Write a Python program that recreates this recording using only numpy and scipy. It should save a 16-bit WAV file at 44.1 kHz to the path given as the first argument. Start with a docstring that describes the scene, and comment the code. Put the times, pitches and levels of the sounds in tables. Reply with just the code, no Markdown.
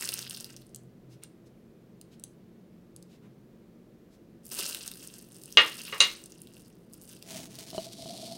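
"""Crackling bursts come first: a hand in a thin plastic glove tips a small porcelain dish over a steel bowl
of vegetables in a quiet kitchen. The film is many tiny ringing folds, a hiss and some large snaps.
The dish is then set down on the table with two clinks, made of noise cracks and fading porcelain tones.
Last, something rubs and bumps close to the microphone: filtered clicks with a wavering hollow tone.
Under it all, filtered noise makes a low drone with narrow hums and a faint even hiss."""
import sys
import numpy as np
from scipy import signal
from scipy.fft import rfft, irfft
from scipy.io import wavfile

SR = 44100
rng = np.random.default_rng(int(sys.argv[2]) if len(sys.argv) > 2 else 0)


def wav_out(sig):
    """Save sig, one row per channel (or a flat mono array), as 16-bit PCM at SR to the path in sys.argv[1]."""
    wavfile.write(sys.argv[1], SR, np.round(np.clip(np.atleast_2d(sig).T, -1, 1) * 32767).astype(np.int16))


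N = 369116
TIME = np.arange(N) / SR

# movements of the gloved hand: start t/s, length/s, relative crinkle level/dB, brightness/dB,
# relaxing of the film/(dB per s)
HAND_MOVES = [(-.02, 0.2, -40.5, -7.5, 130), (0.273, 0.074, -46, -2, 71), (4.418, 0.1, -63, 10, 100),
              (4.499, 0.13, -41.5, 1.5, 100), (4.556, 0.069, -35.5, -3, 56), (4.952, 0.05, -50.5, -1.5, 40),
              (5.112, 0.043, -53, 3, 82), (5.3, 0.094, -58.5, 4.5, 60), (5.451, .09, -57, 0, 64),
              (5.583, .53, -47, -5, 125), (6.274, 0.36, -63.5, -2, 62), (6.885, 0.19, -66, 9.5, 61),
              (7.059, 0.035, -53.5, -1.5, 95)]
# colour of the plastic film: f/Hz, relative level/dB
FILM_COLOUR = [(100, -15.5), (350, -2), (900, -7.5), (1700, -7.5), (2250, -13.5), (2800, -1), (3800, -7),
               (4750, -1.5), (7200, -5.5), (8900, 0.5), (10900, -5.5), (14500, -4.5), (16000, -9)]
# single large folds snapping through: t/s, relative level/dB, centre f/Hz
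FOLD_SNAPS = [(0.023, -23.5, 5200), (0.0473, -23, 6690), (0.055, -20, 9520), (0.074, -22, 4590),
              (0.0885, -14, 4670), (0.1383, -14, 9900), (0.2229, -29, 4890), (0.2757, -30, 4600),
              (0.3077, -22.5, 5030), (0.3478, -28, 5000), (0.3627, -32, 5000), (0.406, -25, 9050),
              (0.4432, -24, 4660), (0.5636, -31, 7650), (0.7457, -27.5, 8100), (0.759, -30, 8250),
              (1.235, -28, 8890), (2.0123, -34, 7600), (2.1959, -39, 8400), (2.2374, -23.5, 8640),
              (2.962, -33, 8700), (3.025, -39.5, 8050), (4.4637, -34, 9300), (4.5142, -29, 9100),
              (4.587, -21, 5800), (4.6047, -19, 8300), (4.7462, -17.5, 3740), (4.8766, -19.5, 8500),
              (4.914, -25.5, 3790), (5.0732, -26.5, 9500), (5.435, -31, 10400), (5.4563, -30, 8850),
              (5.5238, -27.5, 6470), (6.2382, -31.5, 8870), (6.2579, -31, 8400), (6.32, -34, 8120),
              (6.4168, -30.5, 10100), (6.471, -37.5, 3500), (6.5664, -39, 3610), (6.9342, -32.5, 9670),
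              (7.0135, -37, 9220), (7.2244, -30.5, 4600), (7.5532, -32.5, 4430), (7.587, -28, 4460),
              (7.7027, -29, 5260)]
# colour of the kitchen's background noise: f/Hz, relative level/dB
ROOM_COLOUR = [(15, -52), (25, -9.5), (70, -13), (130, -4), (180, -1.5), (301, -6), (335, -4.5), (427, -8),
               (641, -17.5), (840, -25.5), (962, -26), (5000, -38.5), (8590, -43.5), (14800, -42),
               (16000, -43)]
# narrow steady hums in the drone: f/Hz, level/dB
HUMS = [(178, -65), (225, -64), (331, -68.5)]
# the lowest hum swells and fades: t/s, level/dB
LOW_HUM_LEVEL = [(0, -61), (.6, -59), (1.1, -55.5), (1.5, -68.5), (6.9, -72.5), (7.4, -64), (8.37, -58.5)]
# faint shifts of the grip: t/s, length/s, relative level/dB, centre f/Hz
GRIP_SHIFTS = [(1.083, 0.091, -64.5, 4500), (1.214, 0.047, -56.5, 2600), (1.446, 0.048, -69, 4970),
               (2.098, 0.071, -65, 3500), (3.06, 0.14, -67, 3450), (3.2, 0.1, -67, 820),
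               (4.093, 0.092, -69, 4500)]
# the dish meets the table: t/s, relative level/dB, base contact cut-off f/Hz, table share/dB,
# base pitch of the rim/ratio, level change of the bounces/dB
DISH_LANDINGS = [(5.5717, 3.5, 3660, -4, 1, -4), (5.878, -32, 4000, -3, 0.93, -10.5),
                 (5.925, -19.5, 2600, 3, 1, -6), (6.004, -2, 9500, -6.5, .95, -6.5)]
# other tones of the dish and the table under it: f/Hz, relative level/dB, time to fall 60 dB/s
DISH_MODES = [(432, -17, .16), (530, -16, .13), (1128, -19, .17), (1275, -19, .18), (1336, -17, .15),
              (1768, -19, .17), (1880, -12, .14), (1991, -17, .17), (2090, -16, .19), (2195, -17, .19),
              (2372, -17, .19), (2630, -16, .17), (2985, -11, .11), (3262, -19, .15), (3855, -12, .13),
              (3973, -14, .11), (4597, -21, .15), (6350, -19, .13), (9370, -26, .11)]
# colour of the contact crack: f/Hz, relative level/dB
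CRACK_COLOUR = [(60, -46.5), (500, -28.5), (1500, -14.5), (2900, -2.5), (4000, 3), (5300, -8), (6400, -3),
                (7200, -11), (9500, -6.5), (11500, -30), (16000, -28.5)]
# colour of the table's knock: f/Hz, relative level/dB
TABLE_COLOUR = [(40, -34), (130, -26.5), (280, -11), (480, -2.5), (800, -9.5), (1200, 0.5), (1550, -5),
                (2100, 3), (3600, 0), (6000, -9.5), (14000, -24)]
# rubbing strokes near the microphone: start t/s, attack/s, length with attack/s,
# relative hiss level/dB, relative hollow tone level/dB
RUB_STROKES = [(7.188, 0.17, 0.18, -40, -47.5), (7.569, 0.018, 0.046, -48, -58),
               (7.719, 0.023, .135, -45.5, -51), (7.957, 0.033, 0.086, -48, -49),
               (8.04, 0.021, 0.29, -46.5, -47)]
# colour of light rubbing, broad: f/Hz, relative level/dB
LIGHT_RUB_COLOUR = [(470, -43), (800, -1.5), (1190, -8.5), (2980, 0), (6740, 0.5), (7260, -3), (8770, -1),
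                    (14300, -11.5), (16000, -7)]
# colour of pressed rubbing, narrower: f/Hz, relative level/dB
PRESSED_RUB_COLOUR = [(470, -43), (800, -18), (1550, -22), (2260, -12.5), (2600, -11), (3300, -3),
                      (4460, 1), (7170, -10), (8770, -6.5), (16000, -23)]
# bumps among the rubbing: t/s, relative level/dB
RUB_BUMPS = [(7.731, -5), (7.747, -1), (7.78, 8), (7.785, 1.5), (8.058, -4.5)]
# tones of the hollow body that is bumped: base f/Hz, relative level/dB, time to fall 60 dB/s
HOLLOW_MODES = [(176, -8, 0.064), (388, 2.5, 0.021), (647, 5, 0.094), (930, -11.5, 0.03), (1190, -18, 0.02),
                (3020, -5, 0.021), (3980, -3.5, 0.017)]

MOVE_ATTACK_S = 0.023
GRIP_DENSITY = 0.27  # factor on the share of folds that buckle while the film is held taut
TAUT_UNTIL_S = 4.35  # the glove grips the dish tightly until it is lifted away
SNAP_DB = 9  # added to every large snap
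AIR_DB = -56  # level of the background noise
RIM_HZ, RIM_T60 = 2845, .15  # main bending tone of the porcelain rim, and seconds to fall 60 dB
# after each landing the dish rocks on its foot: the gaps grow,
# the bounces weaken, soften and go more into the table
ROCK_GAP_S, ROCK_GAP_GROWTH = .0082, 1.33
BOUNCE_LOSS_DB = -2.5  # per bounce
BOUNCE_SOFTENING, BOUNCE_TABLE_DB, RIM_SETTLING = .85, 1.5, 0.35  # ratio, dB, ratio, per bounce
STROKE_RELEASE_DB_PER_S = 129
THROB_PER_S, THROB_DB = 23.1, 4.5  # sticking and slipping within a stroke, dB up and down
TOUCH_S, TOUCH_RISE_S, TOUCH_DB = 7.34, 0.3, -52.5  # a light contact builds up and lasts between strokes
TOP_HZ = 16000


def undb(db):
    """Turn decibels into gain."""
    return 10 ** (np.asarray(db) / 20)


def unit(x):
    """Scale to an average strength (rms) of 1."""
    return x / np.sqrt(np.mean(x ** 2))


def curve(rows):
    """Gain over time from rows of seconds and dB, silent outside their span."""
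    rows = np.array(rows)
    return undb(np.interp(TIME, rows[:, 0], rows[:, 1], left=-200, right=-200))


def add(out, s, x):
    """Mix x into out at time s."""
    i = max(int(s * SR), 0)
    out[i:i + len(x)] += x[:N - i]


def fade(t, t60):
    """Steady dying away: 60 dB down after t60 seconds."""
    return np.exp(-np.log(1000) * t / t60)


def swell(start, attack, length, release_db):
    """Attack, hold until start + length, then fall by release_db each second."""
    rise = np.clip((TIME - start) / attack, 0, 1) ** 2
    return rise * undb(-abs(release_db) * np.maximum(TIME - start - length, 0))


def colour(x, points):
    """Filter x to follow (Hz, dB) points, with no sound ahead of its cause and unit power gain."""
    hz, db = np.transpose(points)
    size = 4096
    f = np.maximum(np.arange(size // 2 + 1) * SR / size, 1)
    log_gain = np.log(undb(np.interp(np.log(f), np.log(hz), db)))
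    # folding the cepstrum forward puts the filter's energy as early as possible
    cepstrum = irfft(log_gain)
    cepstrum[1:size // 2] *= 2
    cepstrum[size // 2 + 1:] = 0
    response = irfft(np.exp(rfft(cepstrum)))
    return signal.fftconvolve(x, response / np.linalg.norm(response))[:len(x)]


def cut(x, hz, kind):
    """Gentle second-order filter: "low" keeps the lows, "high" the highs."""
    return signal.sosfilt(signal.butter(2, min(hz, SR / 3), kind, fs=SR, output="sos"), x)


def resonate(x, hz, q):
    """One resonance that favours tones near hz; a higher q is narrower."""
    hz = min(hz, SR / 3)
    return signal.lfilter(*signal.iirpeak(hz, max(q, 2.5 * hz / SR), fs=SR), x)


def walk(rate):
    """Random wander of rms 1, in straight lines between rate points per second."""
    knots = rng.standard_normal(4096)
    return unit(np.interp(TIME * rate, np.arange(len(knots)), knots))


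def room(x, wet_db, t60, near_db, near_t60):
    """Reflections of x: quick ones from bowl and table, then the duller kitchen tail."""
    t = TIME[:SR // 2]
    near = rng.standard_normal(len(t)) * fade(t, near_t60) * (t > .0006)
    tail = colour(rng.standard_normal(len(t)), [(300, 3.0), (4000, -0.5), (9000, -4.0), (16000, -16.5)])
    tail = tail * fade(t, t60) * (t > .006)
    response = undb(near_db) * near / np.linalg.norm(near)
    response = response + undb(wet_db) * tail / np.linalg.norm(tail)
    return signal.fftconvolve(x, response)[:N]


def crinkle():
    """Crackling folds over the hiss of sliding film; each movement swells, holds and lets the film relax."""
    moves = np.array([undb(db) * swell(s, MOVE_ATTACK_S, length, relax)
                      for s, length, db, _, relax in HAND_MOVES])
    flex = moves.max(axis=0)
    # the strongest movement at each moment sets the brightness
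    bright_db = np.array([bright for _, _, _, bright, _ in HAND_MOVES])[moves.argmax(axis=0)]
    crackle = folds(flex, bright_db, spread_db=7.0, cycles=0.6, crowding=.22)
    hiss = flex * rng.standard_normal(N) * undb(4.9 * walk(110))
    return colour(undb(-1.5) * crackle + undb(-7.0) * hiss, FILM_COLOUR)


def folds(flex, bright_db, spread_db, cycles, crowding, count=16000, size=128):
    """Tiny folds buckle, each with its own pitch; a stronger movement buckles more of them."""
    when, pitch, strength, length, phase, chance = rng.random((count, 6)).T
    start = (when * (N - size)).astype(int)
    hz = 1800 * 8.5 ** pitch
    # pick which folds buckle
    slack = np.where(TIME[start] < TAUT_UNTIL_S, GRIP_DENSITY, 1)
    share = np.clip(slack * (flex[start] / flex.max()) ** crowding, .02, 1)
    # many small folds and a few large; fewer folds are each made louder
    exponential = np.minimum(-np.log(1 - strength), 3)
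    gain = unit(undb(spread_db * exponential)) * (chance < share) / np.sqrt(share)
    brightness = undb(bright_db[start] * (2 * pitch - 1))
    gain = gain * flex[start] * brightness * np.sqrt(hz / hz.mean() * N / count)
    live = gain > 0
    start, hz, gain, phase = start[live], hz[live, None], gain[live, None], phase[live, None]
    # each fold swells and dies within a few cycles
    age = TIME[:size] * hz / (cycles * (.5 + length[live, None]))
    grain = age * np.exp(-age) * np.sin(2 * np.pi * (hz * TIME[:size] + phase))
    grain = gain * grain / np.linalg.norm(grain, axis=1, keepdims=True)
    return np.bincount((start[:, None] + np.arange(size)).ravel(), grain.ravel(), N)


def snaps(rise=0.00051, buckle_s=0.00083):
    """A large fold buckles, flips in about a millisecond and rings briefly, with little low tone."""
    out, t = np.zeros(N), TIME[:SR // 50]
    for s, db, hz in FOLD_SNAPS:
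        burst = rng.standard_normal(len(t)) * t / rise * np.exp(-t / rise)
        ringing = resonate(resonate(burst, hz, 1.8), hz, 1.8)
        film = cut(colour(burst, FILM_COLOUR), .5 * hz, "high")
        snap = cut(ringing + undb(-6.5) * film, 0.35 * hz, "high")
        add(out, s + buckle_s, undb(db + SNAP_DB) * snap / np.linalg.norm(snap))
    return out


def kitchen():
    """A low drone with narrow wavering hums, and faint even hiss."""
    hum = sum(undb(db) * hum_at(hz) for hz, db in HUMS) + curve(LOW_HUM_LEVEL) * hum_at(127)
    return undb(AIR_DB) * unit(colour(rng.standard_normal(N), ROOM_COLOUR)) + hum


def hum_at(hz):
    """A narrow, wavering hum: noise through two sharp resonances."""
    return unit(resonate(resonate(rng.standard_normal(N), hz, 17), hz, 17))


def grip():
    """Soft brief rustles as the fingers shift on the dish: short bands of noise."""
    out = np.zeros(N)
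    for s, length, db, hz in GRIP_SHIFTS:
        noise = rng.standard_normal(SR // 4)[:int(length * SR)]
        add(out, s, undb(db) * unit(resonate(noise, hz, 1.1)) * np.hanning(len(noise)))
    return out


def dish(rise=0.00087):
    """The dish's foot lands and rocks: a crack, ringing porcelain, the knock and thud of the table top."""
    clack, thud, t = np.zeros(N), np.zeros(N), TIME[:SR // 3]
    for s, db, contact_hz, table_db, _ in blows():
        crack = colour(rng.standard_normal(len(t)) * t / rise * np.exp(1 - t / rise), CRACK_COLOUR)
        shake = rng.standard_normal(len(t)) * fade(t, 0.16)
        knock = colour(shake, TABLE_COLOUR)
        # a softer contact pushes for longer and loses treble
        contact = undb(-6.0) * crack + undb(table_db - 15) * knock
        contact = cut(cut(contact, 0.95 * contact_hz, "low"), 1.9 * contact_hz, "low")
        add(clack, s, undb(db) * contact)
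        add(thud, s, undb(db + table_db - 27.5) * cut(shake, 170, "low"))
    # only the rim changes pitch from blow to blow
    tone = undb(-14.5) * porcelain(DISH_MODES, pitch=0)
    tone = tone + undb(-10.5) * porcelain([(RIM_HZ, 0, RIM_T60)], pitch=0.84)
    echo = room(clack + undb(-13.0) * tone, wet_db=-13.0, t60=0.35, near_db=-2.5, near_t60=0.12)
    heard = clack + tone + echo
    return cut(heard, 280, "high") + thud  # the small dish radiates little bass, the table does


def blows(count=4):
    """Each landing and its bounces: time, level dB, base cut-off Hz, table share dB, base rim pitch ratio."""
    hits = []
    for s, db, contact_hz, table_db, pitch, rebound_db in DISH_LANDINGS:
        for k in range(count):
            delay = ROCK_GAP_S * sum(ROCK_GAP_GROWTH ** j for j in range(k))
            hits.append((s + delay,
                         db + rebound_db * (k > 0) + BOUNCE_LOSS_DB * k,
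                         contact_hz * BOUNCE_SOFTENING ** k,
                         table_db + BOUNCE_TABLE_DB * k,
                         1 + (pitch - 1) * RIM_SETTLING ** k))
    return hits


def porcelain(modes, pitch):
    """Every bounce feeds energy into the modes (natural tones), which ring on and fade."""
    first = DISH_LANDINGS[0][0]
    t = TIME[:SR]
    s, _, _, _, ratios = np.transpose(blows())
    # pitch sets how far the rim ratios bend the tone: 0 is not at all
    clock = np.cumsum(np.interp(first + t, s, ratios) ** pitch) / SR
    rings, out = 0, np.zeros(N)
    for hz, mode_db, t60 in modes:
        fed = np.zeros(len(t))
        for when, db, contact_hz, table_db, _ in blows():
            # the low modes belong to the table top; a soft contact hardly reaches the high ones
            power = undb(db + mode_db + table_db * (hz < 1500)) ** 2
            fed[int((when - first) * SR)] += power / (1 + (hz / contact_hz) ** 4)
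        energy = signal.lfilter([1], [1, -fade(2 / SR, t60)], fed)
        level = cut(np.sqrt(energy), 500, "low")
        rings = rings + level * np.sin(2 * np.pi * (hz * clock + rng.random()))
    add(out, first, rings)
    return out


def rubbing():
    """Dense tiny slips hiss beside the throbbing tone of a hollow body; bumps ring all its modes."""
    slips = clicks(rate=1900, spread_db=2.5) * undb(1.87 * walk(55))
    pressure = np.interp(TIME, [7.6, 8.0], [0, 1])
    light = unit(colour(slips, LIGHT_RUB_COLOUR))
    pressed = unit(colour(slips, PRESSED_RUB_COLOUR))
    hiss = (1 - pressure) * light + pressure * pressed
    # sticking and slipping keeps the body's main mode going in uneven throbs
    hz = 660 * (1 + 0.021 * walk(45))
    tone = unit(np.sin(2 * np.pi * np.cumsum(hz) / SR) * undb(4.2 * walk(40)))
    tone += undb(-3.0) * unit(resonate(resonate(rng.standard_normal(N), 650, 4.6), 635, 3.2))
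    rumble = unit(resonate(resonate(rng.standard_normal(N), 205, 1.2), 210, 1.2))
    slide, throb = strokes()
    out = hiss * slide + undb(-3.5) * tone * throb + undb(-28.0) * rumble * np.sqrt(slide)
    for s, db in RUB_BUMPS:
        bump = cut(ring(HOLLOW_MODES, TIME[:SR // 4], detune=0.02), 81, "high")
        add(out, s, undb(db - 37.5) * bump)
    return out


def clicks(rate, spread_db, cap=5.1):
    """Random clicks, about rate per second: many small, a few large."""
    size = undb(spread_db * np.minimum(rng.exponential(size=N), cap))
    return unit((rng.random(N) < rate / SR) * size * rng.choice([-1, 1], N))


def strokes():
    """Strength of the hiss and of the hollow tone, which throbs as each stroke sticks and slips."""
    slide, throb = undb(TOUCH_DB) * np.clip((TIME - TOUCH_S) / TOUCH_RISE_S, 0, 1), 0
    for s, attack, length, hiss_db, tone_db in RUB_STROKES:
        push = swell(s, attack, length, STROKE_RELEASE_DB_PER_S)
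        beat = np.cos(2 * np.pi * THROB_PER_S * (TIME - s - attack))
        slide = np.maximum(slide, undb(hiss_db) * push)
        throb = np.maximum(throb, undb(tone_db + THROB_DB * beat) * push)
    return slide, throb


def ring(modes, t, detune=0):
    """Sum of struck modes, slightly detuned by the contact."""
    out = 0
    for hz, db, t60 in modes:
        struck_hz = hz * (1 + detune * rng.standard_normal())
        out = out + undb(db) * fade(t, t60) * np.sin(2 * np.pi * struck_hz * t)
    return out


def scene():
    """Glove, dish and rubbing in the kitchen."""
    rustle, ticks = crinkle() + grip(), snaps()
    # the snapping folds face the microphone and send less into the room
    echo = room(rustle + undb(-1.5) * ticks, wet_db=-12, t60=0.24, near_db=-9.5, near_t60=0.046)
    return (rustle + ticks + echo + kitchen() + dish() + rubbing())[None]


def record(dry):
    """The recorder clips at full scale, then steeply cuts everything above TOP_HZ."""
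    clipped = np.clip(dry, -1, 1)
    return signal.sosfilt(signal.ellip(10, .2, 70, TOP_HZ, fs=SR, output="sos"), clipped)


dry = scene()
out = record(dry)
wav_out(out)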